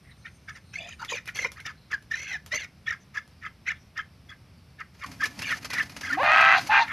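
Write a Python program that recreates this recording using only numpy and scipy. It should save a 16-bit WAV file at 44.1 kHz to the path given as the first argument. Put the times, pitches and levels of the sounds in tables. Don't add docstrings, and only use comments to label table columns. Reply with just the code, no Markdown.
import sys
import numpy as np
from scipy import signal
from scipy.fft import rfft, irfft
from scipy.io import wavfile
from scipy.ndimage import uniform_filter1d

SR = 44100
rng = np.random.default_rng(int(sys.argv[2]) if len(sys.argv) > 2 else 0)


def persist_wave(psi):
    counts = np.round(np.clip(psi, -1, 1) * 32767).astype(np.int16)
    wavfile.write(sys.argv[1], SR, np.atleast_2d(counts).T)


N = 305172
T = np.arange(N) / SR

# (frequency [Hz], level [dB])
RUMBLE_SPECTRUM = [(15, -15), (33, -45), (42, -21), (55, -1.5), (75, 2.5), (110, -0.5), (155, -1.5),
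                   (210, -6.5), (290, -15), (400, -20), (550, -41)]
# (frequency [Hz], level [dB])
AIR_SPECTRUM = [(240, -28.5), (400, -7), (587, -6.5), (835, -9), (982, -10), (1070, -8.5), (1930, -12.5),
                (2310, -10), (3280, -15), (4610, -15), (5580, -14), (7490, -40.5), (8550, -26.5),
                (12500, -28.5), (13500, -37)]
RUMBLE_DB, AIR_DB = -54, -63.5
# (time [s], length [s], level [dB], frequency [Hz])
BIRD_CALLS = [(.05, 0.73, -76, 6170), (.03, 0.12, -60.5, 1940), (.1, 0.082, -65, 3870),
              (.2, .11, -70, 4200), (.62, 0.16, -70, 4130), (1.75, 0.18, -70, 4120), (2.0, 0.48, -75, 4900),
              (3.0, 0.041, -67.5, 6100), (3.3, 0.12, -72, 4800), (3.75, 0.031, -64, 3480),
              (3.76, .14, -71, 5660), (4.1, 0.076, -77, 4750), (4.42, 0.54, -77, 4600)]
INSECT_HZ, INSECT_DB, INSECT_UNTIL_S, CHIRP_EVERY_S, CHIRP_S = 8900, -75, 1.05, 0.199, 0.24

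# (time [s], length [s], effort [dB], swell from start to end [dB], throat resonance at the start [Hz],
# in the middle [Hz], at the end [Hz], hiss relative to the effort, before a common trim [dB])
GASPS = [ (0.252, 0.028, -40.5, -14, 1820, 1900, 2000, -22),
         (0.478, 0.032, -41.5, 0, 1710, 1780, 1690, -10), (0.547, 0.029, -48, 2, 1980, 1860, 1690, -5),
         (0.734, .2, -41, -5, 1990, 2455, 2460, -7.5), (0.993, .06, -41, 1, 1430, 1400, 1830, -5.5),
         (1.09, 0.095, -33.5, -3.5, 2470, 2416, 1860, -6.5),
         (1.264, 0.026, -38.5, 15.5, 2020, 1960, 1890, -15), (1.35, 0.11, -35, 5.5, 2190, 2170, 1910, -2.5),
         (1.56, 0.047, -44.5, 4, 1600, 1680, 2180, -10), (1.654, 0.05, -35, -10, 1870, 1800, 1600, -8),
         (1.908, 0.032, -32, 9, 1780, 1685, 1510, -12.5), (2.11, 0.24, -33, 3.5, 1810, 2143, 1940, -7),
         (2.517, 0.13, -33.5, -9, 1825, 2280, 1850, -4), (2.867, 0.067, -31.5, -2.5, 1840, 1877, 1690, -14),
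         (3.146, 0.041, -35.5, -2, 1810, 1695, 1715, -10), (3.418, 0.048, -39, 11, 1930, 1776, 1670, -15.5),
         (3.665, 0.054, -30, -6, 1970, 2030, 1740, -17), (3.962, 0.04, -34.5, 3, 1790, 1730, 1720, -14),
         (4.288, 0.038, -46.5, 5, 1740, 1640, 1650, -9), (4.787, 0.029, -40, 7.5, 1850, 1770, 1555, -16),
         (5.008, .037, -39, 8.5, 1780, 1790, 1500, -10.5), (5.202, .049, -29, 0, 1650, 1720, 1800, -12),
         (5.41, 0.12, -30, 10, 2000, 2320, 1760, -16.5), (5.7, .11, -30, 11, 1990, 1890, 1640, -18),
         (6.031, .12, -31.5, 3, 1720, 1633, 1590, -11.5), (6.866, 0.051, -34, 9, 2070, 1805, 1750, -24)]
# (frequency [Hz], level [dB])
WINDPIPE_SPECTRUM = [(410, -53.5), (700, -6.5), (943, -23.5), (1100, 2.5), (1210, -7.5), (1380, 9),
                     (1500, -22), (1620, -26), (1780, 11), (2060, -32), (2230, 16.5), (2580, -19.5),
                     (2890, -20), (3160, -14), (4800, -24.5), (6240, -105), (10600, -120)]
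# (frequency [Hz], level [dB])
HISS_SPECTRUM = [(2400, -8), (3800, -11.5), (4800, -3.5), (5300, -15.5), (5900, -1.5), (6400, -4),
                 (7100, -10), (8200, -25), (10100, -18.5), (11500, -22), (13300, -21)]
# (multiple of the main resonance, width [Hz], level [dB])
THROAT_RESONANCES = [(0.758, 233, 3), (1.0, 232, 8), (1.221, 280, 6), (1.55, 352, -5.5), (1.92, 312, -9.5),
                     (3.0, 400, -46.5)]
# (multiple of the throat resonance, width [Hz], level [dB])
BEAK_RINGS = [(1.5, 200, -5), (2.0, 200, -4), (2.75, 220, -7.5), (3.05, 220, -24)]
GASP_ATTACK_S, GASP_RELEASE_DB_PER_S = 0.0035, 860
SLACK_DB_PER_S = 32.5
HISS_FADE_DB = -6
# (time [s], length [s], level [dB], start [Hz], end [Hz])
WHISTLES = [(.755, 0.011, -28, 2070, 2240), (0.786, 0.0063, -28, 2490, 2570),
            (1.026, 0.0085, -30, 1376, 1440), (1.132, 0.011, -26, 2310, 2430),
            (1.928, 0.0294, -23, 1790, 1560), (2.112, 0.013, -22.5, 1823, 1750),
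            (2.138, 0.011, -21.5, 1885, 1760), (2.315, 0.0064, -27, 1980, 2010),
            (2.328, 0.049, -30, 1930, 1604), (2.514, .028, -24, 1814, 2130),
            (2.553, 0.012, -27, 1936, 2170), (2.574, 0.0072, -24.5, 2260, 1930),
            (2.877, 0.013, -21.5, 1780, 1824), (2.906, 0.0075, -21, 1850, 1830),
            (3.173, 0.01, -21.5, 1773, 1650), (3.677, 0.021, -21.5, 1744, 2514),
            (3.702, 0.013, -24.5, 1750, 1810), (3.975, 0.011, -26, 1780, 1850),
            (3.994, .009, -26.5, 1684, 1670), (5.226, .025, -19, 1814, 1664),
            (5.504, 0.011, -22, 1980, 1840), (5.526, 0.02, -24.5, 1870, 1685),
            (5.781, 0.015, -18, 1980, 1920), (5.803, 0.015, -19, 1777, 1767), (6.1, 0.016, -23, 1420, 1450),
            (6.124, 0.017, -20, 1830, 1760)]
CHANCE_PER_S, CHANCE_S, CHANCE_DB, CHANCE_DETUNE = 16, .01, 5, 0.046
# (time [s], peak of the squeak before a common trim [dB], ring [Hz])
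CATCHES = [(.484, -27.5, 1577), (1.389, -15, 2077), (1.446, -13.5, 2105), (2.536, -14.5, 2037),
           (3.69, -44, 2080)]
# (time [s], length [s], level before the bass cut [dB], resonance [Hz])
GURGLES = [(.75, .16, -53.5, 667), (.79, 0.083, -50, 3490), (1.0, 0.041, -44.5, 900),
           (1.08, 0.021, -43, 3430), (1.115, 0.047, -41.5, 496), (1.117, .018, -38.5, 980),
           (1.385, 0.049, -51.5, 490), (1.44, .035, -42, 496), (1.44, 0.026, -41, 1015),
           (2.3, 0.083, -57, 780), (2.52, 0.051, -45.5, 596), (2.858, 0.021, -44.5, 3330),
           (3.972, .045, -45, 1310), (3.975, 0.047, -50, 3120), (4.29, .037, -52, 3380),
           (4.8, 0.032, -46, 1275), (5.025, 0.033, -41, 1170)]

# (time [s], peak before a common trim [dB])
DROPS = [(1.049, -28.5), (1.2579, -34.5), (1.2768, -29.5), (1.3588, -26), (1.3702, -28), (1.409, -40),
         (1.519, -28), (1.604, -36), (2.0252, -44), (2.4627, -34.5), (3.278, -44)]
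# (frequency [Hz], level [dB])
SPLASH_SPECTRUM = [(400, -10), (1200, -7), (2500, -8.5), (6000, -9), (8000, -21.5), (10000, -14),
                   (13000, -18)]

# (time [s], length [s], crackle [dB], thud before a common trim [dB])
STEPS = [(4.921, 0.13, -57.5, -74), (5.026, 0.12, -53.5, -45), (5.23, 0.053, -57, -57),
         (5.367, 0.05, -56, -41), (5.403, 0.22, -45, -62), (5.687, 0.19, -45.5, -51),
         (6.001, 0.15, -53, -61), (6.211, 0.05, -58, -40.5), (6.39, 0.05, -63, -51),
         (6.541, 0.18, -44, -46)]
# (frequency [Hz], level [dB])
THUD_SPECTRUM = [(50, -20), (90, 5), (180, 2.5), (280, 2.5), (400, -17), (800, -7.5), (1500, -28)]
# (time [s], peak before a common trim [dB])
SNAPS = [(5.038, -36), (5.0624, -35), (5.1168, -34), (5.2392, -24), (5.2561, -21), (5.2714, -52),
         (5.392, -25), (5.4205, -24), (5.4893, -35), (5.572, -34.5), (5.6471, -26), (5.6537, -28),
         (5.7036, -26), (5.734, -20.5), (5.897, -35.5), (5.9658, -28.5), (6.0108, -29.5), (6.1313, -28.5),
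         (6.4093, -28.5), (6.672, -27)]
# (frequency [Hz], level [dB])
STALK_SPECTRUM = [(150, -36), (250, -5.5), (586, -1.5), (740, -1.5), (950, 1.5), (1390, 3), (2380, 4.5),
                  (3670, -4), (4640, 2), (6480, -3), (7530, -14), (12400, -10), (13500, -54)]
WALK_FROM_S, RUSTLE_DB, SHUFFLE_DB, THUD_TRIM_DB = 5.08, -53, -51, -4

# (level [dB], start [Hz], end [Hz])
MOAN = (-37.5, 244, 355)
MOAN_S, MOAN_LENGTH_S, MOAN_WAVER = 6.108, .085, .025

# (time [s], time until the beak starts to shut [s], opening time [s], low resonance [dB],
# open beak [dB], hiss [dB], low resonance [Hz]); levels before the motion of the beak
SQUAWKS = [(6.167, 0.38, 0.058, -27, -16, -37.5, 783), (6.688, 0.098, 0.017, -23, -17, -37.5, 864)]
# (time [s], pitch [Hz], second membrane [Hz], roughness [0-1], flutter [1/s])
LONG_VOICE = [(6.16, 349, 398.8, 0, 76), (6.18, 385.3, 439.1, 0.1, 77), (6.2, 519, 557, 0.22, 82),
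              (6.225, 597.4, 693, 0.18, 85), (6.25, 612.6, 694.4, 0.57, 110),
              (6.31, 626.6, 686.8, 0.43, 115), (6.38, 641.5, 798.7, 0.49, 97),
              (6.54, 669.6, 769.4, 0.64, 88), (6.62, 724.3, 800, 0.86, 92)]
# (time [s], pitch [Hz], second membrane [Hz], roughness [0-1], flutter [1/s])
SHORT_VOICE = [(6.69, 836, 696.4, .33, 85.34), (6.712, 890, 708.6, 0.48, 75.3),
               (6.731, 858.5, 792.6, 0.9, 84.4), (6.795, 930.3, 812, 0.86, 93.6),
               (6.819, 923, 700, 0.31, 54.5), (6.86, 803.6, 684, 1, 50.5)]
# (frequency [Hz], level [dB])
LOW_THROAT_SPECTRUM = [(300, -58.5), (480, -16.5), (590, -9), (690, -3.5), (820, 11.5), (1020, -2.5),
                       (1200, -8.5), (1600, -73)]
LOW_THROAT_HZ = 823
# (frequency [Hz], level [dB])
OPEN_BEAK_SPECTRUM = [(800, -23.5), (1080, -0.5), (1290, 0.5), (1420, 0.5), (1570, 6), (1780, 0.5),
                      (1980, 3.5), (2250, -5), (2520, 1), (2700, -3), (2950, -8), (3400, -20.5),
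                      (4500, -61)]
# (frequency [Hz], level [dB])
RASP_SPECTRUM = [(2400, -29.5), (3200, 12.5), (4000, 15.5), (4700, 11), (5400, 0), (6100, 3), (7000, -8),
                 (8000, -49), (10000, -27), (13000, -64)]
AIR_SHARE = .33
SQUAWK_ATTACK_S, SHUT_DB, SHUT_DB_PER_S = 0.014, -31, 348
LOW_SHUT_DB, RASP_SHUT_DB = 2.5, -13
VOICE_HOLD_S, VOICE_RELEASE_DB_PER_S = .04, 1093
PUFF_DB, PUFF_S = 6, 0.018

CEILING, EDGE_HZ = .62, 13350


def amp(db):
    return 10 ** (np.asarray(db) / 20)


def unit(x):
    return x / np.sqrt(np.mean(x ** 2) + 1e-20)


def steady(x, size):
    return x / np.sqrt(abs(uniform_filter1d(x ** 2, size)) + 1e-12)


def follow(rows, t):
    s, *columns = np.transpose(rows)
    return [np.interp(t, s, c) for c in columns]


def add(mix, s, sound):
    part = mix[max(round(s * SR), 0):][:len(sound)]
    part += sound[:len(part)]


def colour(x, points):
    f, db = np.transpose(points)
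    hz = abs(np.fft.fftfreq(4096, 1 / SR))
    log_gain = np.log(amp(np.interp(np.log(hz + 1), np.log(f + 1), db)))
    response = np.exp(np.conj(signal.hilbert(log_gain)))
    taps = np.fft.ifft(response).real[:2048]
    return signal.oaconvolve(x, taps)[:len(x)]


def resonate(x, hz, width):
    turn = np.exp(2j * np.pi * np.cumsum(hz * np.ones(len(x))) / SR)
    r = np.exp(-np.pi * width / SR)
    return 2 * (turn * signal.lfilter([1 - r], [1, -r], x / turn + 1e-18)).real


def resonate_twice(x, hz, width):
    return resonate(resonate(x, hz, width), hz, width)


def noise():
    return rng.standard_normal(N)


def wander(rate):
    lowpass = np.exp(-(np.fft.rfftfreq(N, 1 / SR) / rate) ** 2)
    return unit(irfft(rfft(noise()) * lowpass, N))


def during(s, length):
    return slice(int(s * SR), min(int((s + length) * SR), N))


def bands(rows, width, flutter):
    air, out = noise() * flutter, np.zeros(N)
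    for s, length, db, hz in rows:
        burst = air[max(int(s * SR), 0):][:int(length * SR)]
        burst = resonate_twice(burst, hz, width)
        add(out, s, amp(db) * unit(burst * signal.windows.tukey(len(burst), .5)))
    return out


def rings(resonances, jets, at, hz):
    return sum(amp(db) * unit(resonate_twice(jet[at], multiple * hz, width))
               for (multiple, width, db), jet in zip(resonances, jets))


def ticks(rows, spectrum, decay, tail_db, level_db=.5):
    t, out = np.arange(2600) / SR - .01, np.zeros(N)
    onset = np.exp(np.minimum(t, 0) / .0016)
    envelope = onset * (np.exp(-abs(t) / decay) + amp(tail_db) * np.exp(-abs(t) / 0.022))
    for (s, db), grain in zip(rows, rng.standard_normal((len(rows), len(t)))):
        tick = colour(grain * envelope, spectrum)
        add(out, s + t[0], amp(db + level_db) * tick / abs(tick).max())
    return out


def background():
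    rumble = unit(colour(noise(), RUMBLE_SPECTRUM)) * amp(RUMBLE_DB + 0.44 * wander(3.6))
    hush = unit(colour(noise(), AIR_SPECTRUM)) * amp(AIR_DB + 0.27 * wander(15))
    return rumble + hush


def wildlife():
    starts = np.arange(0, INSECT_UNTIL_S - CHIRP_S, CHIRP_EVERY_S)
    chirps = [(s, CHIRP_S, INSECT_DB, INSECT_HZ) for s in starts]
    return bands(BIRD_CALLS + chirps, width=470, flutter=amp(3.7 * wander(22)))


def gasps(flutter_db=5.0, sputter_db=5, breath_db=-5, hiss_trim_db=-1, duck_db=-5, edge_db=-3):
    air = noise() * amp(flutter_db * wander(77))
    pipe, hiss = colour(air, WINDPIPE_SPECTRUM), colour(air, HISS_SPECTRUM)
    jets = [noise() * amp(sputter_db * wander(110)) for _ in THROAT_RESONANCES]
    out, locked = whistles(WHISTLES + chance_whistles())
    for row in GASPS:
        start, length = row[:2]
        at = during(start - .02, length + .06)
        effort, hz, bright = gasp_shape(row, T[at] - start)
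        throat = amp(breath_db) * unit(pipe[at]) + rings(THROAT_RESONANCES, jets, at, hz)
        edge = resonate(resonate(hiss[at], 2200 + 1.75 * hz, 820), 2200 + 1.77 * hz, 800)
        beak = unit(unit(hiss[at]) + amp(edge_db) * unit(edge) + rings(BEAK_RINGS, jets, at, hz))
        sound = steady(throat, size=600) * amp(duck_db * locked[at])
        sound += amp(bright + hiss_trim_db) * beak
        add(out, T[at.start], amp(effort) * sound)
    return out


def gasp_shape(row, t):
    _, length, db, swell_db, start_hz, middle_hz, end_hz, hiss_db = row
    u = np.clip(t / length, 0, 1)
    arch = 4 * u * (1 - u)
    attack = -20 * np.log10(1 + np.exp(1 - t / GASP_ATTACK_S))
    hold = swell_db * (u - .5) - SLACK_DB_PER_S * length * arch
    release = GASP_RELEASE_DB_PER_S * np.maximum(t - length, 0)
    hz = start_hz + (end_hz - start_hz) * u + (middle_hz - (start_hz + end_hz) / 2) * arch
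    return db + attack + hold - release, hz, hiss_db + HISS_FADE_DB * (u - .5)


def chance_whistles():
    rows = []
    for gasp, draws in zip(GASPS, rng.random((len(GASPS), 12, 4))):
        start, length = gasp[:2]
        for luck, place, *detune in draws:
            s = start + place * length - CHANCE_S / 2
            busy = any(other - CHANCE_S < s < other + span for other, span, *_ in WHISTLES)
            if luck < CHANCE_PER_S * length / len(draws) and not busy:
                effort, hz, _ = gasp_shape(gasp, place * length)
                glide = hz * (1 + CHANCE_DETUNE * (2 * np.array(detune) - 1))
                rows.append((s, CHANCE_S, effort + CHANCE_DB, *glide))
    return rows


def whistles(rows, overtone_db=-19, quaver=0.0039, spill=0.003057):
    waver, fuzz, out, locked = wander(240), wander(370), np.zeros(N), np.zeros(N)
    for (s, length, db, start, end), tints in zip(rows, rng.standard_normal((len(rows), 2))):
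        at = during(s - spill / 2, length + spill)
        hz = np.interp(T[at], [s, s + length], [start, end]) * (1 + quaver * waver[at])
        phase = 2 * np.pi * np.cumsum(hz) / SR
        swell = signal.windows.tukey(len(hz), .75)
        overtones = sum(amp(1.8 * tint - 2 * k) * np.sin(k * phase + fuzz[at])
                        for k, tint in enumerate(tints, 2))
        add(out, s - spill / 2, amp(db) * swell * (np.sin(phase) + amp(overtone_db) * overtones))
        add(locked, s - spill / 2, swell)
    return out, np.minimum(locked, 1)


def catches(rise=0.0039, trim_db=-7, spit_db=-9):
    t, out = np.arange(1800) / SR, np.zeros(N)
    envelope = (t / rise * np.exp(1 - t / rise)) ** 2
    spits = colour(noise(), WINDPIPE_SPECTRUM)
    for s, db, hz in CATCHES:
        squeak = np.sin(2 * np.pi * np.cumsum(hz * (1.02 - 4 * t)) / SR)
        spit = unit(spits[int(s * SR):][:len(t)])
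        add(out, s - .001, amp(db + trim_db) * envelope * (squeak + amp(spit_db) * spit))
    return out


def gurgles():
    bursts = bands(GURGLES, width=144, flutter=amp(4.9 * wander(140)))
    return colour(bursts, [(200, -12), (450, 1)])


def drops():
    return ticks(DROPS, SPLASH_SPECTRUM, decay=0.00036, tail_db=-13.0)


def grass(per_s=700, spread_db=-0.5):
    crackle, thud = treading()
    sizes = amp(spread_db * np.minimum(rng.exponential(1, N), 4))
    grains = (rng.random(N) < per_s / SR) * sizes * np.sign(noise())
    clumps = amp(3.5 * wander(45))
    stalks = unit(colour((unit(grains) + 3.0 * noise()) * clumps, STALK_SPECTRUM))
    return crackle * stalks + thud * unit(colour(noise(), THUD_SPECTRUM))


def treading():
    walking = np.clip((T - WALK_FROM_S) * 20, 0, 1)
    crackle, thud = amp(RUSTLE_DB) * walking, amp(SHUFFLE_DB) * walking
    for s, length, crackle_db, thud_db in STEPS:
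        press = signal.windows.tukey(int(length * SR), .9)
        add(crackle, s, amp(crackle_db) * press)
        add(thud, s, amp(thud_db + THUD_TRIM_DB) * press)
    return crackle, thud


def snaps():
    return ticks(SNAPS, STALK_SPECTRUM, decay=0.01, tail_db=-24)


def moan():
    db, start_hz, end_hz = MOAN
    at, out = during(MOAN_S, MOAN_LENGTH_S), np.zeros(N)
    hz = np.geomspace(start_hz, end_hz, len(T[at])) * (1 + MOAN_WAVER * wander(120)[at])
    tone = np.sin(2 * np.pi * np.cumsum(hz) / SR)
    add(out, MOAN_S, amp(db) * tone * signal.windows.tukey(len(hz), .4))
    return out


def squawks(jitter=.012, slip=0.2, closing=0.99, second_db=0):
    hz, second_hz, rough, flutter = follow(LONG_VOICE + SHORT_VOICE, T)
    turns = np.cumsum(hz * (1 + jitter * wander(121.7))) / SR
    second_turns = np.cumsum(second_hz * (1 + jitter * wander(157))) / SR
    flaps = np.cumsum(flutter * (1 + .14 * wander(50))) / SR
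    knock = slip * uniform_filter1d(noise()[flaps.astype(int)], size=40)
    gate = unit(uniform_filter1d(0.45 + np.exp(-(flaps % 1) / closing), size=30))
    uneven, air, out = amp(6.3 * wander(600)), noise(), np.zeros(N)
    for row in SQUAWKS:
        start, length = row[:2]
        at = during(start, length + 2 * VOICE_HOLD_S)
        clean = buzz(turns[at])
        second = buzz(second_turns[at] - .5 * knock[at])
        broken = unit(uneven[at] * (buzz(turns[at] + knock[at]) + amp(second_db) * second))
        harsh = gate[at] * (np.sqrt(1 - AIR_SHARE) * broken + np.sqrt(AIR_SHARE) * air[at])
        drive = (1 - rough[at]) ** 2 * clean + rough[at] * harsh
        low_db, beak_db, rasp_db = squawk_shape(row, T[at] - start)
        throat = [(f * row[-1] / LOW_THROAT_HZ, db) for f, db in LOW_THROAT_SPECTRUM]
        sound = amp(low_db) * steady(colour(drive, throat), size=650)
        sound += amp(beak_db) * steady(colour(drive, OPEN_BEAK_SPECTRUM), size=480)
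        rasp = steady(colour(harsh + 1.3 * air[at], RASP_SPECTRUM), size=650)
        sound += amp(rasp_db) * np.sqrt(np.minimum(2 * rough[at], 1)) * rasp
        add(out, start, sound * signal.windows.tukey(len(sound), .04))
    return out


def buzz(turns):
    orders = np.arange(1, 15)[:, None]
    return unit(np.cos(2 * np.pi * orders * turns).sum(0))


def squawk_shape(row, t):
    _, length, opening, low_db, beak_db, hiss_db, _ = row
    unopened = np.exp(-t / opening)
    beak = SHUT_DB * unopened - SHUT_DB_PER_S * np.maximum(t - length, 0)
    after = t - length - VOICE_HOLD_S
    voice = 20 * np.log10(np.clip(t / SQUAWK_ATTACK_S, 1e-3, 1))
    release = VOICE_RELEASE_DB_PER_S * np.maximum(after, 0)
    low = low_db + voice - release + LOW_SHUT_DB * (1 - amp(beak))
    puff = PUFF_DB * np.exp(-(after / PUFF_S) ** 2)
    rasp = hiss_db + voice - release / 2 + RASP_SHUT_DB * unopened + puff
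    return low, beak_db + voice + beak, rasp


def yard(x, near_db=-13, wall_s=0.035, wall_db=-24, tail_db=-23, t60=0.28):
    t = np.arange(SR // 2) / SR
    near, far, wall = rng.standard_normal((3, len(t)))
    near *= (t > .002) * np.exp(-t / 0.006)
    wall *= (t > wall_s) * np.exp(-abs(t - wall_s) / 0.013)
    far *= (t > .015) * np.exp(-np.log(1000) * t / t60)
    levels = [(near_db, near), (wall_db, wall), (tail_db, far)]
    echoes = sum(amp(db) * part / np.linalg.norm(part) for db, part in levels)
    return x + signal.fftconvolve(x, echoes)[:N]


def scene():
    chicken = gasps() + catches() + gurgles() + moan() + squawks()
    feet = grass() + snaps()
    mid = yard(chicken + drops() + feet) + background() + wildlife()
    spread = [(2800, -85), (4000, -38.5), (5500, -8.5), (7000, -13.5), (9000, -7), (13000, -9.5)]
    side = colour(mid * wander(150), spread)
    return np.array([mid + side, mid - side])


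def record(dry):
    limited = dry / (1 + (dry / CEILING) ** 8) ** (1 / 8)
    lowpass = signal.firwin(401, EDGE_HZ, window=("kaiser", 8), fs=SR)
    return signal.oaconvolve(limited, lowpass[None], "same")


dry = scene()
out = record(dry)
persist_wave(out)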